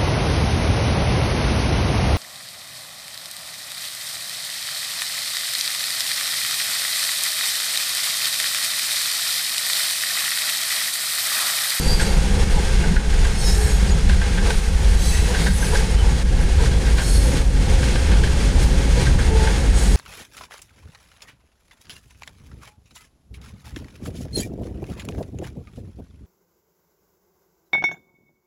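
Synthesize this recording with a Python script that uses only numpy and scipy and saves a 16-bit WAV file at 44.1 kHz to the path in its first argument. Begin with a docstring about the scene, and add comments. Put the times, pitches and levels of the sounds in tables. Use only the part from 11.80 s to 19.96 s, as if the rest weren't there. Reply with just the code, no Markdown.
"""Beside a street overpass, a freight train of hoppers and then tank cars rolls across the bridge.
Filtered noise makes the deck boom and the girders drone, and makes the wheels roar and hiss on the rails.
Axles clack over a joint, mostly four to a coupling: short blows ring the modes of a wheel.
Now and then a flange rubs the rail and sizzles; wheels squeal in rough modes or whistle clear tones."""
import sys
import numpy as np
from scipy import signal
from scipy.fft import rfft, irfft
from scipy.io import wavfile
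from scipy.ndimage import uniform_filter1d, minimum_filter1d, map_coordinates

SR = 44100
rng = np.random.default_rng(int(sys.argv[2]) if len(sys.argv) > 2 else 0)


def dump(signal):
    """Clip the signal to [-1, 1] and save it as 16-bit WAV at the path in sys.argv[1]."""
    limited = np.clip(np.atleast_2d(signal).T, -1, 1)
    pcm = np.round(limited * 32767).astype(np.int16)
    wavfile.write(sys.argv[1], SR, pcm)


N = 359856
TIME = np.arange(N) / SR

# colour of steel scraping and slipping: pitch_hz, density_db (relative, per Hz)
SIZZLE_COLOUR = [(6000, -12), (8000, 10), (10000, 11.5), (11500, 3.5), (12600, 0.5), (14000, -4),
                 (15600, -6)]


def from_db(db):
    """Decibels to gain."""
    return 10 ** (np.asarray(db) / 20)


def rms_one(x):
    """Scale to unit power."""
    return x / np.sqrt(np.mean(x ** 2) + 1e-20)


def gains(rows):
    """The dB columns of a curve table as gains at every sample."""
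    s, *columns = np.transpose(rows)
    return [from_db(np.interp(TIME, s, c)) for c in columns]


def noise(colour):
    """Unit-power noise of a given colour, silent beyond the ends of its table."""
    hz, db = np.transpose(colour)
    bins = np.maximum(np.arange(N // 2 + 1) * SR / N, 1)
    shape = from_db(np.interp(np.log(bins), np.log(hz), db, left=-np.inf, right=-np.inf))
    white = rng.standard_normal(N)
    return rms_one(irfft(rfft(white) * shape, N))


def resonate(force, modes):
    """Parallel two-pole resonances of alternating sign, each with its own gain at its peak."""
    out = 0
    for k, (hz, width_hz, db) in enumerate(modes):
        r = np.exp(-np.pi * width_hz / SR)
        poles = [1, -2 * r * np.cos(2 * np.pi * hz / SR), r * r]
        mode = (1 - r * r) / 2 * signal.lfilter([1, 0, -1], poles, force)
        out = out + (-1) ** k * from_db(db) * mode
    return out


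def shaken(modes, size=N):
    """A body driven by random roughness, near its modes only."""
    hz = np.array(modes)[:, 0]
    edges_hz = [hz.min() * .75, min(hz.max() * 1.25, SR * .45)]
    band = signal.butter(2, edges_hz, "band", fs=SR, output="sos")
    roughness = signal.sosfilt(band, rng.standard_normal(size))
    return rms_one(resonate(roughness, modes))


def even(x, span_s):
    """Hold the power steady over stretches longer than the span."""
    size = max(int(span_s * SR), 2)
    power = uniform_filter1d(uniform_filter1d(x * x, size), size)
    return x / np.sqrt(np.maximum(power, 1e-9))


def flutter(db):
    """A gain that wavers a few times a second."""
    return from_db(db * noise([(1.5, 7.0), (6, -1.0), (14, -9), (30, -11.0)]))


def swell(s, length_s):
    """A smooth hump of height 1."""
    return np.exp(-((TIME - s) / length_s) ** 2)


def girder_booms():
    """One mode of the girders booms up for a moment."""
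    # booming girder modes: peak_s, level_db, pitch_hz
    boom_events = [(1.13, -22.5, 178), (2.6, -28, 186), (3.66, -25, 163), (7.24, -20, 130)]
    width_hz, length_s = 43, 0.093
    out = 0
    for s, db, hz in boom_events:
        mode = even(shaken([(hz, width_hz, 0)]), span_s=0.11)
        out = out + from_db(db) * swell(s, length_s) * mode
    return out


def bridge(sub_db, boom_db, girder_db, broad_db):
    """The moving load shakes the deck in its low modes and the girders above them."""
    # load on the bridge, before trim and flutter: time_s, sub_db, deck_boom_db, girder_drone_db
    load = [(0, -15.5, -21.5, -23.5), (0.6, -18, -18.5, -24.5), (1.4, -15, -19, -29),
            (1.75, -22, -16.5, -28), (2.1, -20.5, -14.5, -24), (2.8, -19.5, -21.5, -29.5),
            (3.1, -16, -12.5, -28), (3.65, -23.5, -20.5, -26), (4.15, -21, -16, -26.5),
            (5.5, -24.5, -16, -25), (7, -22, -16, -24), (8.16, -36, -14.5, -25.5)]
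    # tank cars take over from hoppers: time_s, share (0-1)
    tank_share = [(0, 0.02), (3.7, 0.08), (5.3, 0.89), (8.16, 0.85)]
    # resonances of the deck: pitch_hz, width_hz, level_db
    deck_modes = [(37.7, 14.5, -7), (53.5, 9.9, 0.5), (72.2, 6.7, -4.5)]
    # colour of the sub rumble: pitch_hz, density_db (relative, per Hz)
    sub_colour = [(5, -18), (13, -2.5), (23, -5.5), (35, 2), (42, -7), (60, -70)]
    # colour of the broad deck boom: pitch_hz, density_db (relative, per Hz)
    boom_colour = [(25, 3.5), (38, -4.5), (52, 9), (62, -13), (76, -1.5), (90, -1.5), (130, -45)]
    # girder drone under hoppers: pitch_hz, density_db (relative, per Hz)
    hopper_colour = [(60, -4), (92, 1), (106, -4), (118, -4), (145, 2), (170, 0.5), (195, 1), (220, -6),
                     (245, -13.5), (275, -11), (305, -26), (420, -36)]
    # girder drone under tank cars: pitch_hz, density_db (relative, per Hz)
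    tank_colour = [(60, -31), (92, -5.5), (118, 5.5), (140, -0.5), (195, 0.5), (225, -7.5), (275, -6.5),
                   (305, -11.5), (350, -12.5), (430, -34), (500, -11.5), (550, -12.5), (600, -18)]

    sub, boom, drone = gains(load)
    sub = sub * flutter(db=2.0)
    boom = boom * flutter(db=2.5)
    drone = drone * flutter(db=1.3)
    booms = girder_booms()
    tanks = np.clip(np.interp(TIME, *np.transpose(tank_share)), 0, 1)
    deck = even(shaken(deck_modes) + from_db(broad_db) * noise(boom_colour), span_s=0.051)
    # equal-power crossfade from hoppers to tank cars
    girders = np.sqrt(1 - tanks) * noise(hopper_colour) + np.sqrt(tanks) * noise(tank_colour)
    girders = even(girders, span_s=0.23)
    rumble = from_db(sub_db) * sub * even(noise(sub_colour), span_s=0.16)
    return rumble + from_db(boom_db) * boom * deck + from_db(girder_db) * drone * girders + booms


def thuds():
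    """A wheel drops into a loose joint: a sleeper's main mode and its overtone swell briefly."""
    # deck thuds: peak_s, level_db, length_s, pitch_hz
    thud_events = [(2.69, -27, 0.026, 476), (3.51, -28, 0.03, 497), (3.941, -22, 0.013, 440),
                   (4.82, -29.5, 0.04, 440), (7.19, -26, 0.028, 493)]
    # overtone of every thud: pitch_hz, width_hz, level_db
    overtone = (970, 31, -9)
    out = 0
    for s, db, length_s, hz in thud_events:
        body = even(shaken([(hz, 28, 0), overtone]), span_s=0.018)
        out = out + from_db(db) * swell(s, length_s) * body
    return out


def surges_and_dips_db():
    """Surges of the rolling noise, and brief dips of its level, in dB; each dip falls abruptly, then recovers."""
    # smooth surges: peak_s, rise_db, half_length_s
    surge_events = [(0.22, 3, 0.027), (0.622, 3.5, 0.031), (2.675, 4, 0.037), (3.572, 3.5, 0.13),
                    (3.936, 3, 0.1), (4.387, 1.5, 0.027), (4.848, 4.5, 0.034), (5.553, 1.5, 0.084),
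                    (5.99, 3.5, 0.12), (6.823, 2, 0.034), (7.208, 5, 0.043), (7.674, 4, 0.059),
                    (7.976, 1.5, 0.014)]
    # abrupt level dips: start_s, depth_db, recovery_s
    dip_events = [(0.64, 4, 0.054), (1.25, 3, 0.17), (3.69, 7, 0.13), (4.429, 7.5, 0.19), (5.62, 6, 0.25),
                  (7.9, 2.5, 0.042)]
    onset_s = 0.0053
    surges = sum(db * swell(s, length_s) for s, db, length_s in surge_events)
    dips = 0
    for s, db, recovery_s in dip_events:
        dips = dips + np.interp(TIME - s, [0, onset_s, onset_s + recovery_s], [0, db, 0])
    return surges - dips


def flange_pressure():
    """Each rub of a flange on the rail builds up and dies away exponentially."""
    # flange rubs, before the sizzle and scrape trims: loudest_s, level_db, rise_s, fall_s
    rub_events = [(0.08, -44, 0.27, 0.3), (0.72, -55, .03, 0.16), (1.68, -43.5, 0.11, 0.22),
                  (2.7, -47.5, 0.0099, 0.21), (3.28, -42.5, 0.11, 0.24), (3.65, -49, 0.046, .1),
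                  (3.88, -51, .1, 0.28), (5.32, -43.5, 0.18, 0.21), (6.83, -46, .02, 0.06),
                  (7.99, -46, 0.031, 0.75)]
    pressure = 0
    for s, db, rise_s, fall_s in rub_events:
        decay = np.maximum((s - TIME) / rise_s, (TIME - s) / fall_s)
        pressure = pressure + from_db(db) * np.exp(-decay)
    return pressure


def screech(width_hz, smooth_db):
    """Scraping noise, partly caught in the wheel's crowded high modes."""
    centres_hz = np.arange(6000, 15500, 320)
    centres_hz = centres_hz + rng.uniform(-110, 110, len(centres_hz))
    modes = [(hz, width_hz, 0) for hz in centres_hz]
    caught = rms_one(resonate(noise(SIZZLE_COLOUR), modes))
    return rms_one(caught + from_db(smooth_db) * noise(SIZZLE_COLOUR))


def rolling(roar_db, ring_db, hiss_db, sizzle_db, scrape_db, slip_db, sleeper_db, rail_db,
            tread_db, grit_db, roar_follows, ring_follows):
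    """Rough treads excite sleepers, rail and wheels; a rubbing flange scrapes and adds a gritty sizzle."""
    # wheels on the rail, before trim, surges and dips: time_s, roar_db, ring_and_hiss_db
    rolling_levels = [(0, -29.5, -32), (1, -30, -33), (1.5, -32.5, -34), (3, -33.5, -35), (3.5, -33, -34.5),
                      (4.1, -32, -34), (5, -32.5, -35.5), (6.3, -31, -33.5), (7.4, -31.5, -33.5),
                      (8.16, -30.5, -33.5)]
    # resonances of the sleepers: pitch_hz, width_hz, level_db
    sleeper_modes = [(368, 51, -1), (432, 97, -1.5), (524, 52, -3), (681, 57, -8.5), (797, 52, -6.5),
                     (867, 76, -8), (988, 32, -10)]
    # resonances of the rail: pitch_hz, width_hz, level_db
    rail_modes = [(1465, 60, -3), (1597, 55, 1), (1745, 90, -3), (1910, 80, -3), (2170, 110, -3),
                  (2550, 160, -7), (2820, 140, -8)]
    # resonances of all rolling wheels: pitch_hz, width_hz, level_db
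    tread_modes = [(3100, 120, -4), (3316, 200, -1.5), (3952, 92, 5), (4360, 230, 1), (4950, 210, -5.5),
                   (5500, 350, -6), (6330, 510, -5), (6820, 260, -1.5), (8120, 140, -0.5),
                   (9500, 950, -6.5)]
    # colour of the low roar: pitch_hz, density_db (relative, per Hz)
    roar_colour = [(230, -12.5), (300, -3.5), (370, 0.5), (450, 0.5), (540, -0.5), (620, -25), (690, -7.5),
                   (850, -6), (990, -9.5), (1080, -26), (1400, -19)]
    # colour of the middle ring: pitch_hz, density_db (relative, per Hz)
    ring_colour = [(750, -28), (1100, -0.5), (1500, -2.5), (2200, -3), (2900, -4), (3600, -2.5),
                   (5000, -38)]
    # colour of the high hiss: pitch_hz, density_db (relative, per Hz)
    hiss_colour = [(1710, -7), (2900, -6), (3380, -4.5), (3680, -7.5), (4780, 1), (6110, -1.5), (6780, -2),
                   (7490, -4), (8200, -5.5), (9310, -5.5), (12600, -27.5), (15500, -28)]

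    roar, steel = gains(rolling_levels)
    change_db = surges_and_dips_db()
    flange = flange_pressure()
    steel = steel * flutter(db=0.83)
    roar = roar * from_db(roar_follows * change_db) * flutter(db=1.3)
    ring = steel * from_db(ring_follows * change_db)
    hiss = steel * from_db(change_db)

    slip = from_db(slip_db) * hiss * noise(SIZZLE_COLOUR)
    sizzle = flange * screech(width_hz=60, smooth_db=3) + slip
    # the contact force flutters quickly
    grit = from_db(grit_db * noise([(5, 11.5), (40, -6), (200, -17), (500, -36)]))

    low = roar * even(noise(roar_colour) + from_db(sleeper_db) * shaken(sleeper_modes), span_s=0.049)
    middle = ring * rms_one(noise(ring_colour) + from_db(rail_db) * shaken(rail_modes))
    wheel_tone = rms_one(noise(hiss_colour) + from_db(tread_db) * shaken(tread_modes))
    wheels = np.hypot(hiss, from_db(scrape_db) * flange) * wheel_tone
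    top = from_db(hiss_db) * wheels + from_db(sizzle_db) * sizzle
    return from_db(roar_db) * low + grit * (from_db(ring_db) * middle + top)


def reflections(x, share, sway_s):
    """Passing car sides throw back early echoes, whose slowly changing delays ripple the colour."""
    out = x.copy()
    for delay_s in (.0037, .0066, .0112):
        path_s = delay_s + sway_s * noise([(.5, -6), (1.5, 15), (3, -18)])
        out += share * map_coordinates(x, [(TIME - path_s) * SR], order=3, mode="mirror")
    return out / np.sqrt(1 + 3 * share ** 2)


def clacks(ring_db, crack_db, chatter_db, rise_s, choke, echo_s, echo_db):
    """Each axle meets the rail end, strikes and chatters; a short blow chokes its ring; a car side echoes."""
    # axles at the joint, before trims: strike_s, wheel_ring_db, crack_db, clatter_length_s
    axles = [(0.2, -22.5, -27, 0.017), (1.039, -26.5, -35, 0.016), (1.165, -21.5, -30, 0.0084),
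             (1.327, -33.5, -43, .012), (1.45, -28.5, -25, 0.012), (2.295, -26, -22, 0.023),
             (2.415, -27, -26, 0.04), (2.577, -28, -25, 0.017), (2.706, -24.5, -18.5, .007),
             (3.546, -25.5, -25, 0.025), (3.667, -23.5, -21, .009), (3.827, -25.5, -35, 0.0046),
             (3.955, -21.5, -21, 0.0027), (4.787, -38, -36, .015), (4.914, -32, -31, 0.011),
             (5.069, -31, -32, 0.014), (5.183, -29, -22, 0.029), (6.029, -29, -36, .01),
             (6.157, -28.5, -23, 0.012), (6.317, -31, -24.5, 0.049), (6.436, -26, -25.5, 0.028),
             (7.266, -27.5, -41, .01), (7.389, -27.5, -35, 0.019), (7.674, -25, -28, 0.0064)]
    # modes of a struck wheel, before choking widens them: pitch_hz, width_hz, level_db
    wheel_modes = [(1465, 45, -8), (1595, 30, 0), (1730, 60, -9), (1920, 40, -11), (2160, 45, -14),
                   (2500, 45, -21)]
    # crack of steel on steel: pitch_hz, density_db (relative, per Hz)
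    crack_colour = [(350, 2), (900, 6), (1250, 1), (2000, 1), (2900, 4), (4500, -1), (6000, -8),
                    (10000, -12), (14000, -36)]

    out = np.zeros(N)
    crack = noise(crack_colour)
    lead = SR // 30   # samples before the strike
    age_s = (np.arange(SR // 5) - lead) / SR
    for s, wheel_db, hit_db, length_s in axles:
        blow = np.exp(-np.maximum(-age_s / rise_s, age_s / length_s))
        chatter = blow * rng.standard_normal(len(age_s))
        force = from_db(chatter_db) * chatter / np.linalg.norm(chatter)
        force[lead] += 1   # the impact itself
        choked = [(hz, width_hz + choke / length_s, db) for hz, width_hz, db in wheel_modes]
        ring = resonate(force, choked)
        ring /= np.sqrt(uniform_filter1d(ring ** 2, size=300).max())   # loudest moment at unit power
        at = int(s * SR) - lead + np.arange(len(age_s))
        out[at] += from_db(wheel_db + ring_db) * ring
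        out[at] += from_db(hit_db + crack_db) * blow * crack[at]
    return out + from_db(echo_db) * np.interp(TIME - echo_s, TIME, out)


def whistles():
    """Steel sticks and slips in step with one mode: a clear tone, wavering a little in pitch and strength."""
    # singing tones: start_s, loudest_s, end_s, level_db, pitch_hz, glide_hz_per_s, waver_hz
    tones = [(0.04, 0.119, 0.2, -26, 4720, 400, 19), (1.57, 1.69, 1.8, -39, 3850, 0, 12),
             (1.635, 1.685, 1.73, -31, 5100, 0, 7.1), (1.569, 1.69, 1.8, -34, 5372, 0, 8),
             (1.597, 1.7, 1.82, -39, 6730, -100, 16), (1.82, 1.915, 2.02, -39.5, 6700, 0, 11),
             (1.661, 1.86, 2, -33, 426, -1, 4.4), (2.083, 2.12, 2.15, -37, 6760, 800, 20),
             (3.71, 3.778, 4.2, -40, 9717, 0, 14), (4.153, 4.195, 4.25, -35, 3040, -400, 6),
             (5.13, 5.328, 5.6, -38.5, 4335, -2, 15), (5.222, 5.35, 5.5, -43, 10904, -1, 34),
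             (7.419, 7.57, 7.76, -27, 441.5, 0, 3), (7.42, 7.6, 7.76, -35.5, 880, 1, 11)]
    flutter_db = 2.5
    out = np.zeros(N)
    waver = noise([(3, 0), (30, 0), (120, -15)])
    strength = from_db(flutter_db * noise([(5, -6), (40, 1), (120, -15)]))
    for start, top, end, db, hz, glide, waver_hz in tones:
        at = np.arange(max(int(start * SR), 0), int(end * SR))
        own = (at + rng.integers(N)) % N   # each tone wavers in its own way
        rise_and_fall = np.interp(TIME[at], [start, top, end], [0, 1, 0])
        pressure = np.sin(np.pi / 2 * rise_and_fall) ** 2
        pitch_hz = hz + glide * (TIME[at] - top) + waver_hz * waver[own]
        tone = np.sqrt(2) * np.sin(2 * np.pi * np.cumsum(pitch_hz) / SR)
        out[at] += from_db(db) * pressure * strength[own] * tone
    return out


def squeals(level_db, fade, steady_s):
    """Steel rubbing on steel drives a few modes unevenly, swelling and dying away within a second."""
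    # modes of each singing wheel: pitch_hz, width_hz, level_db
    SONG_A = [(3950, 90, -13), (4605, 60, -1), (4690, 50, -4), (4780, 80, -8), (8130, 350, -15.5),
              (11420, 120, -18), (11750, 300, -20.5)]
    SONG_B = [(3850, 30, -6), (4550, 50, -7), (5113, 40, -5), (5300, 300, -6), (5860, 25, -2),
              (6150, 50, -8), (6400, 40, -6), (6700, 70, -7), (7560, 30, -4), (8230, 25, 2), (9150, 45, -4),
              (9560, 60, -9), (10500, 50, -10), (11080, 50, -9), (12050, 40, -18), (12750, 250, -24),
              (13930, 35, -18)]
    SONG_B_LATE = [(3870, 40, -5), (4300, 16, 0), (5400, 60, -4), (5570, 40, -5), (6660, 30, -3),
                   (7535, 18, 3), (7800, 90, -9), (8400, 160, -4), (9170, 40, -2), (9340, 50, -3),
                   (10450, 50, -7), (11360, 70, -10), (12490, 35, -13), (12850, 250, -21), (13650, 80, -22),
                   (13900, 40, -19), (14500, 150, -24)]
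    SONG_C = [(3990, 110, -4), (4650, 150, -8), (5600, 50, -5), (6170, 45, -2), (6370, 60, -4),
              (7920, 220, -5), (8200, 200, -9), (9900, 300, -12), (12070, 110, -15)]
    SONG_D = [(1900, 30, 0), (2150, 35, 2), (3730, 50, 0), (4420, 80, -1), (4970, 40, -2), (8350, 110, -9),
              (9000, 53, -9), (14530, 70, -16)]
    SONG_E = [(7980, 120, -11), (9715, 30, -6), (9800, 250, -14), (10400, 40, -13), (11500, 150, -21),
              (11900, 80, -23), (13150, 60, -24)]
    SONG_F = [(4340, 60, -8), (5400, 120, -8), (6430, 50, -8), (6920, 25, -4), (7560, 30, -11),
              (8250, 110, -5), (9400, 250, -10), (12400, 60, -23), (14100, 120, -22)]
    SONG_G = [(6770, 40, 0), (8100, 350, -6), (9700, 200, -9)]
    # a swivelling truck groans with a low tone and its overtones: pitch_hz, width_hz, level_db
    GROAN_LOW = [(420, 14, 0), (800, 45, -9), (1740, 140, -8)]
    GROAN_HIGH = [(439, 12, 0), (878, 22, -8), (1770, 120, -21), (2250, 120, -23)]
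    # rubs, before the level trim: start_s, loudest_s, end_s, level_db, modes (pitch_hz, width_hz, level_db)
    # where end_s comes before loudest_s, the sound breaks off near its loudest
    squeal_events = [(-.14, 0.113, 0.42, -30.5, SONG_A), (.205, 0.23, 0.25, -29.5, [(8230, 70, 0)]),
                     (1.555, 1.595, 1.72, -31.5, [(4330, 16, 4), (4440, 20, 2), (5130, 40, -6),
                     (5330, 30, -2), (6380, 30, -4), (8200, 30, 0), (9560, 40, -7), (10520, 30, -7)]),
                     (1.59, 1.68, 1.84, -29.5, SONG_B), (1.68, 1.84, 2.04, -32, SONG_B_LATE),
                     (1.657, 1.82, 1.96, -31.5, GROAN_LOW), (2.07, 2.103, 2.1, -31, [(4700, 120, 2),
                     (5400, 300, -10), (8200, 200, -5)]), (3.14, 3.272, 3.5, -30, SONG_C),
                     (3.28, 3.345, 3.5, -33, [(1905, 30, 1), (2140, 45, -8), (2620, 40, -1),
                     (3880, 54, -8)]), (3.529, 3.607, 3.82, -33.5, SONG_D), (3.7, 3.765, 4.07, -37, SONG_E),
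                     (3.76, 3.807, 3.9, -34, [(6210, 30, 0)]), (3.8, 3.928, 4.3, -34, GROAN_HIGH),
                     (3.95, 3.981, 3.98, -28, [(4650, 200, 0), (5450, 400, -4), (6350, 200, -4),
                     (6800, 200, -4), (8150, 200, -5)]), (4.45, 4.66, 4.82, -41, [(1610, 60, 3),
                     (1680, 60, -2)]), (4.21, 4.244, 4.36, -34, [(860, 36, 0)]),
                     (4.59, 4.63, 4.67, -43, [(10600, 60, 0)]), (4.901, 4.935, 5, -39, [(3360, 25, 0)]),
                     (5.15, 5.28, 5.62, -32, SONG_F), (5.222, 5.34, 5.62, -37, [(10920, 90, 0),
                     (11130, 120, -1), (11100, 500, -10)]), (5.47, 5.495, 5.5, -34, [(6460, 40, 0)]),
                     (7.44, 7.564, 7.9, -31, GROAN_HIGH), (7.928, 7.967, 8.25, -33.5, SONG_G)]

    out = np.zeros(N + SR)
    for start, top, end, db, modes in squeal_events:
        at = max(int(start * SR), 0) + np.arange(SR)
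        pressure = np.interp(at / SR, [start, top, end], [0, 1, 0]) ** abs(fade)
        out[at] += from_db(db + level_db) * pressure * even(shaken(modes, size=SR), steady_s)
    return out[:N]


def scene():
    """Bridge, track and wheels together."""
    deck = bridge(sub_db=-0.5, boom_db=0.5, girder_db=0.0, broad_db=-5.0)
    track = rolling(roar_db=-1.0, ring_db=-0.5, hiss_db=-1.5, sizzle_db=6.0, scrape_db=11.0, slip_db=-22.5,
                    sleeper_db=0.5, rail_db=-2.0, tread_db=-3.0, grit_db=0.8,
                    roar_follows=0.97, ring_follows=1.0)
    joint = clacks(ring_db=0.6, crack_db=-3.5, chatter_db=4, rise_s=0.004, choke=0.08,
                   echo_s=0.036, echo_db=-12)
    track = reflections(track, share=0.044, sway_s=.00008)
    singing = whistles() + squeals(level_db=-0.27, fade=0.91, steady_s=0.039)
    mix = deck + track + joint + thuds() + singing
    return mix[None]


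def record(dry, ceiling=0.57, release_db_per_s=40):
    """A limiter ducks under the biggest swings and recovers steadily; the top is cut."""
    cutoff_hz = 15700
    over_db = 20 * np.log10(np.maximum(np.abs(dry[0]) / ceiling, 1))
    release_db = release_db_per_s * TIME
    held_db = np.maximum.accumulate(over_db + release_db) - release_db
    # duck slightly ahead of each peak, then smooth the gain
    gain = uniform_filter1d(minimum_filter1d(from_db(-held_db), size=200), size=200)
    low_pass = signal.ellip(12, .1, 90, cutoff_hz, fs=SR, output="sos")
    return signal.sosfilt(low_pass, dry * gain)


dry = scene()
out = record(dry)
dump(out)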